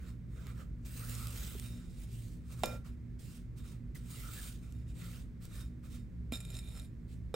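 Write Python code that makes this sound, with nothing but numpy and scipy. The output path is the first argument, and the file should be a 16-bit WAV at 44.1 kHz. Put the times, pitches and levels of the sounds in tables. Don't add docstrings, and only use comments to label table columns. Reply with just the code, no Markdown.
import sys
import numpy as np
from scipy import signal
from scipy.fft import rfft, irfft
from scipy.io import wavfile
from scipy.ndimage import uniform_filter1d

SR = 44100
rng = np.random.default_rng(int(sys.argv[2]) if len(sys.argv) > 2 else 0)


def bounce(signal):
    frames = np.transpose(np.atleast_2d(signal))
    limited = np.clip(frames, -1, 1)
    pcm = np.round(limited * 32767).astype(np.int16)
    wavfile.write(sys.argv[1], SR, pcm)


N = 324135
TIME = np.arange(N) / SR

# [pitch_hz, level_db per Hz]; then its overall level
ROOM_COLOUR = [(15, -13), (45, -8), (130, -3.5), (260, -14.5), (480, -29.5), (800, -43), (2100, -41),
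               (2900, -50.5), (15500, -60)]
ROOM_DB = -50
# [pitch_hz, half_width_hz, level_db]
HUM = [(51.17, 5.7, -50), (65.07, 2.1, -51), (117.13, 3.5, -50.5), (174.44, 4, -59), (239.3, 4.86, -59.5)]

# [start_s, attack_s, length_s, force_db, swell_db from start to end, rub_db, song_db]
PUSHES = [(-.02, 0.016, 0.11, -72.5, 10, 4.5, -6), (0.269, 0.11, 0.24, -71.5, 8, 6.5, -8),
          (0.539, 0.077, 0.069, -68, 2, 8.5, -20), (0.847, 0.0079, 0.023, -63, -2, -1.5, -8),
          (1.563, 0.096, 0.3, -63.5, -16, -3.5, -3.5), (1.877, 0.02, 0.16, -68.5, 13.5, -14, -9),
          (2.069, 0.071, 0.29, -64, -8, -34, -38), (2.398, 0.016, .13, -76, 33.5, -2, -13),
          (2.566, 0.03, 0.19, -65.5, -3, -1, -18), (2.84, 0.012, 0.03, -67.5, 5, 4, -11),
          (3.187, 0.0089, 0.19, -63.5, 0, -8, -27), (3.555, 0.038, 0.031, -62, 1, -8, -7),
          (3.633, 0.023, 0.093, -65, 0, -3.5, -11), (3.946, 0.0084, 0.021, -58, -4.5, -5.5, -19),
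          (4.608, 0.03, 0.22, -76, -7.5, 1.5, -3), (4.859, 0.034, 0.051, -72.5, 2, 0, -1.5),
          (4.938, 0.061, 0.26, -62, -3, -1, -12), (5.398, .025, 0.052, -63.5, 6.5, -4.5, -28),
          (5.486, 0.076, 0.14, -60, -5, -3.5, -4.5), (5.825, 0.038, 0.041, -65, -4, 4, -8),
          (5.894, 0.019, 0.066, -65.5, 6, -5, -9), (7.068, 0.024, 0.063, -72, 10, -32, -25)]
# [time_s, force_db]
SWEEPS = [
    [(0.88, -66), (0.98, -55), (1.068, -56.5), (1.106, -52), (1.308, -57), (1.38, -52.5), (1.518, -56.5),
     (1.575, -58.5)],
    [(4.06, -67), (4.118, -57.5), (4.302, -58), (4.392, -55), (4.474, -55.5), (4.546, -63.5), (4.6, -73)],
]
# [rub_db on the wall, song_db of the glass]
SWEEP_TONE = [(-6, -40), (-6.5, -12.5)]
RELEASE_DB_PER_S, REST_DB = 291, -101.5

# [pitch_hz, level_db per Hz]
HISS_COLOUR = [(1500, -9), (2700, 2), (6200, -1), (7600, 2.5), (9300, 4.5), (10500, -1), (15500, 0)]
RUB_COLOUR = [(200, -23), (480, 0.5), (850, -12), (1150, -2.5), (2500, -6), (4500, -19)]
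HOLLOW_HZ, HOLLOW_DB = 1350, -13.5

# [time_s, peak_db]
CLICKS = [(.469, -36), (1.152, -33), (1.227, -34), (1.271, -28.5), (1.598, -29), (2.658, -26), (4.724, -45),
          (5.454, -39)]
# [pitch_hz, level_db per Hz]
CLICK_COLOUR = [(700, -4), (4000, 3), (8000, 8), (12000, 8), (16000, -10)]
# [time_s,
# half_length_s, pitch_hz, level_db]
POCKETS = [(1.027, 0.026, 1340, -59.5), (1.234, .08, 1280, -57), (3.959, 0.0073, 1950, -55.5),
           (4.159, .02, 2820, -64), (4.205, 0.043, 2090, -63), (4.284, 0.057, 1330, -57),
           (4.383, 0.029, 1670, -58)]

# [pitch_hz, t60_s to fall 60 dB, knocked_db, scraped_db]
BOWL = [(501, .45, -1, -14), (607, .35, -3.5, -8), (1374, .9, -2.5, -13), (2406, .48, -8, -6),
        (3705, .7, -15, -.5), (3830, .03, -15, -1), (5258, .6, -13, -6), (7025, .6, -22, -7),
        (7292, .5, -22, -6.5), (8210, .05, -22, -6), (9000, .3, -24, -11), (9515, .4, -23, -6),
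        (11230, .08, -20, -1)]
WIPE_LOSS_DB_PER_S, FLUTTER_DB, FALL_DB_PER_CYCLE = 1150, 4, .25

# [time_s, crack_db, ring_db, thud_db, thud_hz, free_s until the ring falls away quickly]
KNOCKS = [(1.551, -62, -73, -42, 400, .03), (2.6353, -21, -26, -31, 520, .13),
          (6.323, -40, -46, -30.5, 243, 0.25), (7.3415, -33, -30, -27, 480, .1)]
# [pitch_hz, level_db per Hz]
CRACK_COLOUR = [(300, 10.5), (650, 14.5), (1150, 7.5), (1700, -1), (3200, 4.5), (4500, -8.5), (9000, -17),
                (16000, -44)]
CLATTER_COLOUR = [(130, 18), (360, 4), (550, 15.5), (760, 5), (4000, -10)]

# [time_s, drive_db]
WIPE = [(6.315, -70), (6.33, -41.5), (6.39, -58), (6.47, -61), (6.55, -50.5), (6.62, -60.5), (6.78, -54.5),
        (6.86, -62.5), (6.91, -87)]
# [time_s, peak_db]
SLIPS_AND_REBOUND = [(2.658, -30), (6.322, -29), (6.348, -34), (6.3554, -34), (6.3714, -36.5),
                     (6.404, -34.5), (6.4115, -41), (6.4506, -37), (6.503, -38.5), (6.5424, -38),
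                     (6.5512, -35.5), (6.5674, -35.5), (6.589, -34), (6.797, -37)]
# [pitch_hz, level_db per Hz]
CONTACT_COLOUR = [(500, -3), (2500, 5), (12000, 8.5), (16000, -6)]
GRIT_COLOUR = [(560, 4), (900, -8), (2400, 1.5), (4300, -4), (6000, -13), (8000, -0.5), (15000, -14)]

# [pitch_hz, likeness from 0 to 1]
LIKENESS = [(50, 1), (250, 0.82), (700, 0.51), (6000, 0.53), (12000, 1)]
# [pitch_hz, left_minus_right_db]
LEAN = [(60, -1), (400, -4), (2400, -4), (4400, -5), (10000, -0.5)]
# [pitch_hz, left_lead_radians]
PORT_PHASE = [(0, 0.0), (2000, 0.1), (3000, -1.2), (4000, -0.2), (8900, 0.1), (10100, 3.0), (10800, 3.2),
              (11900, 6.1), (12600, 6.5), (13600, 9.4), (14200, 9.5), (15300, 12.5)]
EDGE_HZ = 15900


def amp(db):
    return 10 ** (np.asarray(db) / 20)


def unit(x):
    return x / np.sqrt(np.mean(x ** 2) + 1e-20)


def read(points, hz):
    table_hz, value = np.transpose(points)
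    return np.interp(np.log(hz + 1), np.log(table_hz + 1), value)


def follow(curve):
    time_s, value = np.transpose(curve)
    return np.interp(TIME, time_s, value)


def add(mix, start_s, sound):
    part = mix[:, round(start_s * SR):][:, :sound.shape[-1]]
    part += sound[..., :part.shape[1]]


def colour(x, points):
    size = x.shape[-1]
    gain = amp(read(points, np.fft.rfftfreq(size, 1 / SR)))
    return irfft(rfft(x) * gain, size)


def noise(size=N):
    first, other = rfft(rng.standard_normal((2, size)))
    same = np.clip(read(LIKENESS, np.fft.rfftfreq(size, 1 / SR)), 0, 1)
    second = same * first + np.sqrt(1 - same ** 2) * other
    return irfft(np.array([first, second]), size)


def waver(hz, size=N):
    slow = np.exp(-(np.fft.rfftfreq(size, 1 / SR) / hz) ** 2)
    return unit(irfft(rfft(rng.standard_normal(size)) * slow, size))


def grains(per_s, spread_db):
    strength = amp(spread_db * np.minimum(rng.exponential(1, N), 4))
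    happens = rng.random(N) < per_s / SR
    return unit(strength * happens * rng.choice([-1, 1], N))


def shifting(x, patchy_db):
    spectrum = signal.stft(x, nperseg=512)[2]
    patches = rng.standard_normal(spectrum.shape[1:])
    patches = uniform_filter1d(patches, size=7, axis=0)
    patches = uniform_filter1d(patches, size=12, axis=1)
    return signal.istft(spectrum * amp(patchy_db * unit(patches)), nperseg=512)[1][:, :N]


def resonate(x, hz, width_hz):
    size = x.shape[-1]
    offset = (np.fft.rfftfreq(size, 1 / SR) - hz) / width_hz
    return unit(irfft(rfft(x) / (1 + 2j * offset) ** 2, size))


def glass(blade_loss_db, axis, flutter_db=0, free_s=1):
    t = TIME[:SR // 2]
    ring = 0
    for mode in BOWL:
        hz, t60 = mode[:2]
        apart = 1.9 if hz < 1000 else .2
        flutter = flutter_db * waver(hz=40, size=len(t)) * min(hz / 2400, 1)
        phase = np.array([[0], [apart]]) + flutter / 10
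        ringing_loss_db = (60 / t60 + blade_loss_db) * t
        late_loss_db = FALL_DB_PER_CYCLE * hz * np.maximum(t - free_s, 0)
        level = amp(mode[axis] + flutter - ringing_loss_db - late_loss_db)
        ring = ring + level * np.cos(2 * np.pi * hz * t + phase)
    return ring


def excite(drive, ring):
    return signal.fftconvolve(np.atleast_2d(drive), ring / np.linalg.norm(ring[0]), axes=1)[:, :N]


def burst(points, decay_s):
    t = TIME[:4096]
    puff = rng.standard_normal(len(t)) + 0.023 * rng.standard_normal((2, len(t)))
    return .5 * unit(colour(puff, points)) * np.exp(-t / decay_s)


def appliance():
    out = amp(ROOM_DB) * unit(colour(noise(), ROOM_COLOUR))
    hz = np.fft.rfftfreq(N, 1 / SR)
    air = rfft(noise())
    for centre_hz, half_width_hz, db in HUM:
        band = air / (1 + ((hz - centre_hz) / half_width_hz) ** 4)
        out += amp(db) * unit(irfft(band, N))
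    return out


def push(start, attack, length, db, swell_db):
    age = TIME - start
    hold_db = db + swell_db * (np.clip(age / length, 0, 1) - .5)
    release_db = RELEASE_DB_PER_S * np.maximum(age - length, 0)
    return np.clip(age / attack, 0, 1) * amp(hold_db - release_db)


def sweep(curve):
    outside_s = abs(TIME - np.clip(TIME, curve[0][0], curve[-1][0]))
    return amp(follow(curve) - RELEASE_DB_PER_S * outside_s)


def hand():
    strokes = [(push(*row[:5]), *row[5:]) for row in PUSHES]
    strokes += [(sweep(curve), *tone) for curve, tone in zip(SWEEPS, SWEEP_TONE)]
    force, rub, sing = amp(REST_DB) * np.ones((3, N))
    for stroke, rub_db, sing_db in strokes:
        force = force + stroke
        rub = rub + stroke * amp(rub_db)
        sing = sing + stroke * amp(sing_db)
    return force, rub, sing


def stirring(force, sing, hiss_db=3.0, grit=0.59, judder_db=1.0):
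    level_db = 20 * np.log10(force)
    judder = amp(judder_db * waver(hz=66))
    crunch = unit(noise() + grit * grains(per_s=1500, spread_db=4.0))
    hiss = unit(shifting(colour(crunch, HISS_COLOUR), patchy_db=2.1))
    treble_only = signal.butter(2, 9000, fs=SR, btype="high", output="sos")
    top = signal.sosfiltfilt(treble_only, hiss)
    hiss = hiss + top * (amp(np.clip(level_db + 61.5, -5, 3)) - 1)
    song = excite(sing * judder * crunch, glass(blade_loss_db=400, axis=3))
    return amp(hiss_db) * force * judder * hiss + song


def rubbing(force, broad_db=0, width_hz=400):
    crumbs = noise() + .5 * grains(per_s=700, spread_db=3)
    rub = unit(shifting(colour(crumbs, RUB_COLOUR), patchy_db=3.5))
    hollow = resonate(rub, HOLLOW_HZ, width_hz)
    return force * (amp(broad_db) * rub + amp(HOLLOW_DB) * hollow)


def clicks():
    out = np.zeros((2, N))
    for start_s, db in CLICKS:
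        add(out, start_s, amp(db) * burst(CLICK_COLOUR, decay_s=.0009))
    return out


def pockets(width_hz=260):
    out, t = np.zeros((2, N)), TIME[:SR] - .5
    for middle_s, half_s, hz, db in POCKETS:
        swell = np.exp(-(t / half_s) ** 2)
        add(out, middle_s - .5, amp(db) * swell * resonate(noise(size=SR), hz, width_hz))
    return out


def knocks(clatter_db=-15):
    out, t = np.zeros((2, N)), TIME[:SR // 2]
    clink = 0.13 * glass(WIPE_LOSS_DB_PER_S, axis=3)
    for start_s, crack_db, ring_db, thud_db, thud_hz, free_s in KNOCKS:
        ring = 0.16 * glass(0, axis=2, flutter_db=FLUTTER_DB, free_s=free_s)
        quick_fall = amp(-480 * np.maximum(t - free_s, 0))
        clatter_fade = amp(clatter_db - 60 * t / 0.65)
        clatter = quick_fall * clatter_fade * unit(colour(noise(size=len(t)), CLATTER_COLOUR))
        thud = np.sin(2 * np.pi * thud_hz * t) * np.exp(-t / 0.007)
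        add(out, start_s, amp(ring_db) * (ring + clatter) + amp(thud_db) * thud + amp(crack_db) * clink)
        add(out, start_s, amp(crack_db) * burst(CRACK_COLOUR, decay_s=.0055))
    return out


def wiping_and_rebound(ring_db=-5, dry_db=-3.5, slip_db=-4):
    touching = (TIME > WIPE[0][0]) & (TIME < WIPE[-1][0])
    grit = unit(noise() + grains(per_s=1500, spread_db=3.5))
    drive = touching * amp(follow(WIPE)) * grit
    ring = excite(drive, glass(WIPE_LOSS_DB_PER_S, axis=3))
    ring = amp(ring_db) * shifting(ring, patchy_db=3.5)
    for start_s, db in SLIPS_AND_REBOUND:
        contact = amp(db) * burst(CONTACT_COLOUR, decay_s=.002)
        add(drive, start_s, contact)
        contact_glass = glass(WIPE_LOSS_DB_PER_S, axis=3, flutter_db=FLUTTER_DB)
        add(ring, start_s, amp(slip_db) * excite(contact, contact_glass))
    return ring + amp(dry_db) * colour(drive, GRIT_COLOUR)


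def kitchen(x, t60=0.31, wet_db=-15):
    t = TIME[:SR // 2]
    tail = rng.standard_normal((2, len(t))) * amp(-60 * t / t60) * (t > .004)
    return x + amp(wet_db) * excite(x, tail)


def scene():
    force, rub, sing = hand()
    strokes = stirring(force, sing) + rubbing(rub)
    bowl_work = strokes + clicks() + pockets() + knocks() + wiping_and_rebound()
    return appliance() + kitchen(bowl_work)


def record(dry):
    size = N + 4096
    hz = np.fft.rfftfreq(size, 1 / SR)
    lean = amp(read(LEAN, hz) / 2)
    ports = np.array([lean, np.exp(-1j * read(PORT_PHASE, hz)) / lean])
    heard = irfft(rfft(dry, size) * ports, size)[:, :N]
    band_limit = signal.firwin(511, EDGE_HZ, window=("kaiser", 9), fs=SR)
    return signal.oaconvolve(heard, band_limit[None], "same")


dry = scene()
out = record(dry)
bounce(out)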